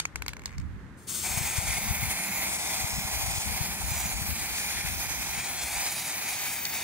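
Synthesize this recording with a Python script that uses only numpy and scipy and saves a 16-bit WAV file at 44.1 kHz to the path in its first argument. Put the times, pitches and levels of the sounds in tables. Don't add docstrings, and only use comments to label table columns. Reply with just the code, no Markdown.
import sys
import numpy as np
from scipy import signal
from scipy.fft import rfft, irfft, next_fast_len
from scipy.io import wavfile
from scipy.ndimage import uniform_filter1d, map_coordinates

SR = 44100
rng = np.random.default_rng(int(sys.argv[2]) if len(sys.argv) > 2 else 0)


def pcm_store(signal):
    levels = np.round(np.clip(np.atleast_2d(signal), -1, 1) * 32767)
    wavfile.write(sys.argv[1], SR, levels.astype(np.int16).T)


N = 301203
T = np.arange(N) / SR

# (time [s], top band [dB], left minus right [dB], lift at 7.8 kHz [ratio])
GAS_COLOUR = [(1.0, 1.5, 3, 0.46), (1.25, 0.5, 2, 0.48), (1.6, -2, 0, -0.12), (2.2, 2.5, 0.5, -0.018),
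              (2.6, 0, 0, 0.046), (3.0, -2, -0.5, -0.086), (3.7, 0.5, 0.5, -0.12), (4.4, -1, 0.2, -0.24),
              (5.2, -3.5, -1, -0.31), (5.6, -1, 2, 0.051), (6.1, 0, 0.5, -0.14), (6.4, -0.5, 1, -0.24),
              (6.83, -3, 1, -0.099)]


def undb(db):
    return 10 ** (np.asarray(db) / 20)


def unit(x):
    return x / np.sqrt(np.mean(x ** 2))


def curves(table):
    times, *columns = np.transpose(table)
    return [np.interp(T, times, column) for column in columns]


def rise(start_s, rise_s):
    return 1 - np.exp(-np.clip(T - start_s, 0, None) / rise_s)


def walk(rate):
    hold = int(SR / rate)
    steps = np.repeat(rng.standard_normal(N // hold + 1), hold)
    return 1.92 * uniform_filter1d(uniform_filter1d(steps, hold), hold)[:N]


def band_noise(points, flicker_db, rate, bands):
    size = next_fast_len(N)
    log_hz = np.log(np.arange(1, size // 2 + 2) * SR / size)
    hz, db = np.transpose(points)
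    knots = np.log(hz)
    spectrum = rfft(rng.standard_normal(size)) * undb(np.interp(log_hz, knots, db, -90, -90))
    place = (log_hz - knots[0]) / (knots[-1] - knots[0]) * (bands - 1)
    parts = (irfft(spectrum * np.clip(1 - abs(place - k), 0, 1), size)[:N] for k in range(bands))
    return unit(sum(part * undb(flicker_db * walk(rate)) for part in parts))


def resonance(x, hz, q, gain):
    return x + gain * signal.lfilter(*signal.iirpeak(hz, q, fs=SR), x)


def delay(x, ms, order=3):
    return map_coordinates(x, [np.arange(N) - ms * SR / 1000], order=order)


def chatter(count):
    start_s, flight_s, restitution = .4778, .0156, .84
    k = np.arange(count)
    times = start_s + flight_s * (1 - restitution ** k) / (1 - restitution)
    return list(zip(times, -36.5 - k, np.full(count, -12.5)))


def mixing_ball():
    # (time [s], level [dB], relative treble [dB])
    impacts = [(0.0004, -15, -6), (0.053, -18, -15), (0.1577, -19.5, -11), (0.2212, -22.5, -12),
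               (0.2629, -24, -15), (0.2814, -19.5, -6), (0.2905, -25.5, -12), (0.3333, -28.5, -14),
               (0.3673, -31.5, -14), (0.394, -36, -12), (0.4187, -36, -16), (0.4363, -40, -7),
               (0.4474, -41, -15), (0.4574, -24, -2), (0.5815, -33, -5), (0.5996, -40, -5),
               (0.6114, -46, -6), (0.6165, -47, -4), (6.6528, -23.5, 2), (6.6945, -38, 1)]
    # (frequency [Hz], bandwidth [Hz], relative level [dB])
    shell_modes = [(1140, 300, 4.5), (1470, 330, 8), (1800, 350, 6), (2150, 220, 13), (2350, 400, -11),
                   (3530, 500, 12), (4760, 420, 18), (5470, 530, 18.5), (6500, 400, 18), (7500, 560, 17.5),
                   (10300, 600, 12), (12800, 1400, 17)]
    out, t = np.zeros(N + 4000), np.arange(4000) / SR
    blows = impacts + chatter(count=10)
    hz, width, db = np.transpose(shell_modes)[:, :, None]
    chance = rng.standard_normal((len(blows), 2, len(shell_modes), 1))
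    rustle_band = signal.butter(2, [1200, 6500], "bandpass", fs=SR, output="sos")
    rustles = signal.sosfilt(rustle_band, rng.standard_normal((len(blows), 4000)))
    contact = 1 - np.exp(-t * hz / .35)
    for (s, level_db, treble_db), (mix, tune), rustle in zip(blows, chance, rustles):
        bright_db = treble_db + .3 * (level_db + 20)
        gain = undb(db + 2 * mix + bright_db * (hz > 3500))
        envelope = gain * contact * np.exp(-np.pi * width * t)
        ring = np.sum(envelope * np.sin(2 * np.pi * hz * (1 + .04 * tune) * t), axis=0)
        click = undb(bright_db + 11) * np.exp(-t / .00032)
        tail = undb(bright_db - 14.5) * np.exp(-t / .02)
        out[int(s * SR):][:4000] += undb(level_db) * (ring / np.max(abs(ring)) + (click + tail) * rustle)
    return out[:N]


def hand_motion():
    # (time [s], lag of left port behind right [ms], lag of board echo [ms])
    drift = [(0, .1, 1.33), (.6, .05, 1.1), (1.08, .006, .924), (1.35, .018, .935), (1.75, .037, .885),
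             (1.95, .072, .915), (2.07, .075, .933), (2.5, .09, .945), (3.18, .115, .938),
             (3.4, .108, .935), (3.75, .075, .96), (4.0, .07, .98), (4.55, .09, 1.08), (4.8, .093, 1.2),
             (5.15, .095, 1.25), (5.4, .062, 1.28), (5.58, .035, 1.236), (5.87, .022, 1.064),
             (6.21, .035, 1.085), (6.42, -.03, 1.105), (6.55, -.047, 1.118), (6.83, -.045, 1.145)]
    # (time [s], swing of port lag [ms], swing of echo lag [ms])
    strokes = [(1.95, 0, 0), (2.35, -.02, .036), (2.76, -.022, .04), (3.18, -.02, .04), (3.58, -.015, .028),
               (3.99, -.045, .04), (4.4, -.028, .03), (4.79, -.018, .01), (5.1, -.013, .01),
               (5.4, -.028, .015), (5.68, -.035, .02), (5.98, -.042, .02), (6.42, -.04, .015),
               (6.67, -.014, .01), (6.95, -.014, .01)]
    cycles = np.interp(T, np.transpose(strokes)[0], np.arange(len(strokes)))
    lag_ms, echo_ms = curves(drift) + np.cos(2 * np.pi * cycles) * curves(strokes)
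    return lag_ms, echo_ms + .01 * walk(9.9)


def arrive(pair, lag_ms):
    return np.array([delay(pair[0], .2 + lag_ms, order=5), delay(pair[1], .2, order=5)])


def reflections(x, lag_ms, echo_ms, echo, edge, scatter, waver):
    faint_echoes = [(.31, -0.0075, -0.042), (0.575, -0.14, 0.25), (1.3, -0.061, -0.16),
                    (1.901, -0.22, 0.18)]
    reflected = x - edge * delay(x, .058)
    rail_lag = .87
    pair = []
    for port, ms in enumerate((echo_ms, echo_ms + .35 * lag_ms)):
        faint = sum(gains[port] * (1 + waver * walk(3)) * np.interp(T - lag * ms / 1000, T, x)
                    for lag, *gains in faint_echoes)
        rail = np.interp(T - rail_lag * ms / 1000, T, waver * .5 * walk(4) * reflected)
        board = delay(echo * undb(3 * waver * walk(4.82)) * reflected, ms)
        pair.append(x + rail + board + scatter * faint)
    return arrive(pair, lag_ms)


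def wind():
    # (time [s], level [dB])
    gusts = [(0.05, -48), (0.21, -38.5), (0.37, -42), (0.53, -47), (0.69, -37), (0.85, -43.5), (1.01, -51),
             (1.17, -58), (1.33, -34), (1.49, -38), (1.65, -33.5), (1.81, -34.5), (1.97, -32.5),
             (2.13, -39), (2.29, -56), (2.45, -48), (2.61, -55), (2.77, -46), (2.93, -34.5), (3.09, -40),
             (3.25, -30.5), (3.41, -38.5), (3.57, -34.5), (3.73, -40), (3.89, -34.4), (4.05, -34.5),
             (4.21, -37), (4.37, -35.5), (4.53, -42), (4.69, -42), (4.85, -32.5), (5.01, -40.5),
             (5.17, -42), (5.33, -34), (5.49, -46.5), (5.65, -46), (5.81, -59), (5.97, -62), (6.13, -67),
             (6.29, -62), (6.45, -63), (6.61, -59), (6.77, -57)]
    # (time [s], level [dB], frequency [Hz])
    buffets = [(0.591, -20.5, 109), (1.376, -18.5, 107), (1.412, -20.5, 105), (1.586, -15, 90),
               (1.784, -22.5, 133), (1.909, -14, 91), (2.031, -19, 102), (2.087, -23, 77),
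               (2.844, -19.5, 92), (2.986, -21, 132), (3.051, -24, 89), (3.283, -24.5, 93), (3.38, -20, 86),
               (3.613, -16, 102), (3.853, -25, 82), (3.921, -20, 101), (3.965, -28, 89),
               (4.058, -21.5, 120), (4.219, -20.5, 107), (4.284, -25, 99), (4.85, -22, 111),
               (5.108, -32, 111), (5.379, -24.5, 132)]
    # (frequency [Hz], relative density [dB])
    spectrum = [(33, -15), (56, -3), (80, -6.5), (130, -17), (300, -29.5)]
    t = np.arange(-2000, 2000) / SR
    pulses = np.zeros((2, N + 4000))
    for s, level_db, hz in buffets:
        envelope = undb(level_db) * np.exp(-(t * hz / .47) ** 2)
        pulses[0, int(s * SR):][:4000] += envelope * np.cos(2 * np.pi * hz * t - 1.3)
    eddies = [unit(band_noise(spectrum, 1.2, rate=18, bands=2) * undb(2 * walk(30))) for _ in range(2)]
    left_db = curves(gusts)[0]
    right_db = -53.5 + .2 * (left_db + 40) + 4.5 * walk(4)
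    return pulses[:, 2000:N + 2000] + undb([left_db, right_db]) * eddies


def traffic():
    # (frequency [Hz], relative density [dB])
    spectrum = [(71, -6), (120, -4.5), (211, -9), (280, -9.5), (323, -12), (710, -24), (923, -22),
                (1020, -22.5), (1180, -23), (1830, -23.5), (2860, -35.5), (6290, -43.5), (15000, -55.5)]
    # (time [s], level [dB])
    motor_level = [(0, -74), (.8, -53.5), (1.4, -50.5), (2.2, -46.5), (3, -51.5), (3.8, -50), (5, -56.5),
                   (6.83, -61)]
    common, *own = (band_noise(spectrum, 1.5, rate=3.9, bands=6) for _ in range(3))
    lows = signal.lfilter(*signal.butter(1, 1500, "low", fs=SR), common + .21 * np.array(own))
    highs = signal.lfilter(*signal.butter(1, 1500, "high", fs=SR), own)
    motor = band_noise([(150, -12), (185, -1), (220, -2.5), (260, -22)], 3, rate=11, bands=2)
    return undb(-50) * (lows + 1.6 * highs) + undb(curves(motor_level)[0]) * motor


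def jet_flow():
    # (time [s], level [dB])
    flow_level = [(1.3, -36), (1.49, -34.5), (1.68, -33.5), (1.87, -36.5), (2.06, -35.5), (2.25, -36.5),
                  (2.44, -34.5), (2.63, -36.5), (2.82, -34.5), (3.01, -36), (3.2, -34), (3.39, -35.5),
                  (3.58, -35), (3.77, -38), (3.96, -35.5), (4.15, -36.5), (4.34, -37.5), (4.53, -35.5),
                  (4.72, -33.5), (4.91, -35.5), (5.1, -35), (5.29, -35), (5.48, -35.5), (5.6, -38),
                  (5.74, -36), (5.86, -34.5), (6.05, -37), (6.17, -36), (6.3, -35.5), (6.37, -38),
                  (6.44, -35), (6.62, -40), (6.72, -38), (6.77, -34), (6.82, -37.5)]
    return undb(curves(flow_level)[0] + .3 * walk(18) + .75 * walk(70))


def gas_jet(paint_s):
    # (frequency [Hz], relative density [dB])
    body_spectrum = [(300, -8), (700, -9), (1500, -8), (2500, -8), (3200, -3), (5600, -5.5), (6500, -3.5),
                     (7600, -5), (9300, -6.5), (9900, -39)]
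    top_spectrum = [(9100, 1), (9700, 1.5), (10400, 4), (11000, -1.5), (12000, -1), (13500, -12)]
    air_spectrum = [(10600, -12), (12000, -2), (13500, -1), (15000, 3), (16500, 1)]
    # (time [s], level [dB])
    air_level = [(1.1, -3), (1.45, 0.5), (1.65, -2.5), (1.9, -1), (2.05, 0), (2.2, -6), (2.35, 1),
                 (2.6, -4), (2.95, -3), (3.15, -2), (3.3, -2), (3.45, -4), (3.75, -4), (4.0, 0.5),
                 (4.15, -3), (4.3, 3), (4.45, -6), (4.65, -2), (4.8, -10), (4.92, 1), (5.1, -5), (5.4, -4),
                 (5.65, -3.5), (6.0, -2.5), (6.25, -3), (6.42, -1), (6.6, 5), (6.83, 0)]
    top_db, _, lift = curves(GAS_COLOUR)
    leak = undb(-27.5) * rise(.97, .0035)
    opening = rise(1.068, .019) * undb(-1.5 * (1 - rise(paint_s, .011)))
    rows = []
    for bright_db in (-.6, .6, .6):
        body = resonance(band_noise(body_spectrum, .6, rate=13, bands=5), 7800, 2.6, lift)
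        top = undb(top_db - 4.5) * band_noise(top_spectrum, .6, rate=24.6, bands=1)
        air = undb(curves(air_level)[0]) * band_noise(air_spectrum, .6, rate=20, bands=1)
        rows.append(body + undb(bright_db) * (top + air))
    return (leak + opening) * rows


def diffraction(pair):
    # (time [s], gain of inverted first [ratio], gain of second [ratio])
    copy_gains = [(1.0, .1, 0), (1.8, 0.22, 0.074), (2.3, 0.24, 0.14), (2.8, 0.35, 0.28), (3.4, 0.92, 0.41),
                  (3.8, 0.22, 0.18), (4.1, 0.54, 0), (4.7, 0.99, 0.54), (5.2, 0.48, 0.37),
                  (5.5, 0.22, 0.19), (6.0, 0.4, 0.31), (6.83, .6, 0)]
    first, second = curves(copy_gains)
    left, right = pair
    right = right - first * delay(right, .055) + second * delay(right, .165)
    return np.array([left, right / np.sqrt(1 + first ** 2 + second ** 2)])


def paint_jet(start_s):
    # (frequency [Hz], relative density [dB])
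    low_spectrum = [(450, -26), (620, -4.5), (720, 0), (800, 2.5), (880, -1.5), (1000, -4.5), (1300, -20),
                    (1500, -39)]
    high_spectrum = [(1150, -15.5), (1400, -12), (1850, -7.5), (2150, -3.5), (2450, 0), (2750, -13.5),
                     (3500, -74)]
    # (time [s], level [dB])
    low_level = [(1.2, -3), (1.9, -1.5), (2.25, -5), (2.6, 1), (4, -3.5), (4.5, -6.5), (5.2, -7),
                 (5.8, -3.5), (6.2, -6.5), (6.83, -6.5)]
    # (time [s], level [dB], focus of the upper ring [0-1])
    paint_share = [(1.3, -2.5, 0.3), (1.8, -3, 0.86), (2.1, 0, 1), (2.3, 1, 0.8), (2.5, -3, 0.94),
                   (3.4, -3.5, 0.3), (3.8, -1, 0), (4.4, -1, 0), (5.2, -1.5, 0), (5.7, 0.5, 0.2),
                   (5.95, -1.5, 0), (6.4, 0.5, 0), (6.83, 0, 0)]
    level_db, focus = curves(paint_share)
    spurt_db = 2.5 * (1.5 - rise(start_s, .03))
    rows = []
    for _ in range(3):
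        high = resonance(band_noise(high_spectrum, .58, rate=16, bands=3), 2120, 8.9, focus)
        low = undb(curves(low_level)[0]) * band_noise(low_spectrum, .28, rate=15, bands=2)
        rows.append(high + low)
    return rise(start_s, .011) * undb(level_db + spurt_db) * rows


def scene():
    paint_s = 1.232
    flow = jet_flow()
    gas, paint = flow * gas_jet(paint_s), flow * paint_jet(paint_s)
    lag_ms, echo_ms = hand_motion()
    gas_core = reflections(gas[0], lag_ms, echo_ms, echo=.34, edge=.87, scatter=.8, waver=.4)
    gas = diffraction(gas_core) + undb(-4) * gas[1:]
    paint_core = arrive([paint[0], paint[0]], 1.15 * lag_ms)
    paint = paint_core + undb(-13.5) * paint[1:]
    rattle = reflections(mixing_ball(), lag_ms, echo_ms, echo=.26, edge=1, scatter=2.9, waver=0)
    pan_db = curves(GAS_COLOUR)[1] * np.array([[.5], [-.5]])
    spray = undb(pan_db - 3.5) * gas + undb(-4) * paint
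    return undb([[1.5], [1.2]]) * rattle + wind() + traffic() + spray


def record(dry):
    left = resonance(dry[0], 660, q=2.2, gain=-.49)
    left = resonance(left, 8540, q=3.8, gain=.65)
    right = resonance(dry[1], 6650, q=17, gain=.52)
    both = signal.sosfilt(signal.butter(2, 35, "high", fs=SR, output="sos"), [left, right])
    return signal.sosfilt(signal.ellip(12, .3, 55, 15720, fs=SR, output="sos"), both)


dry = scene()
out = record(dry)
pcm_store(out)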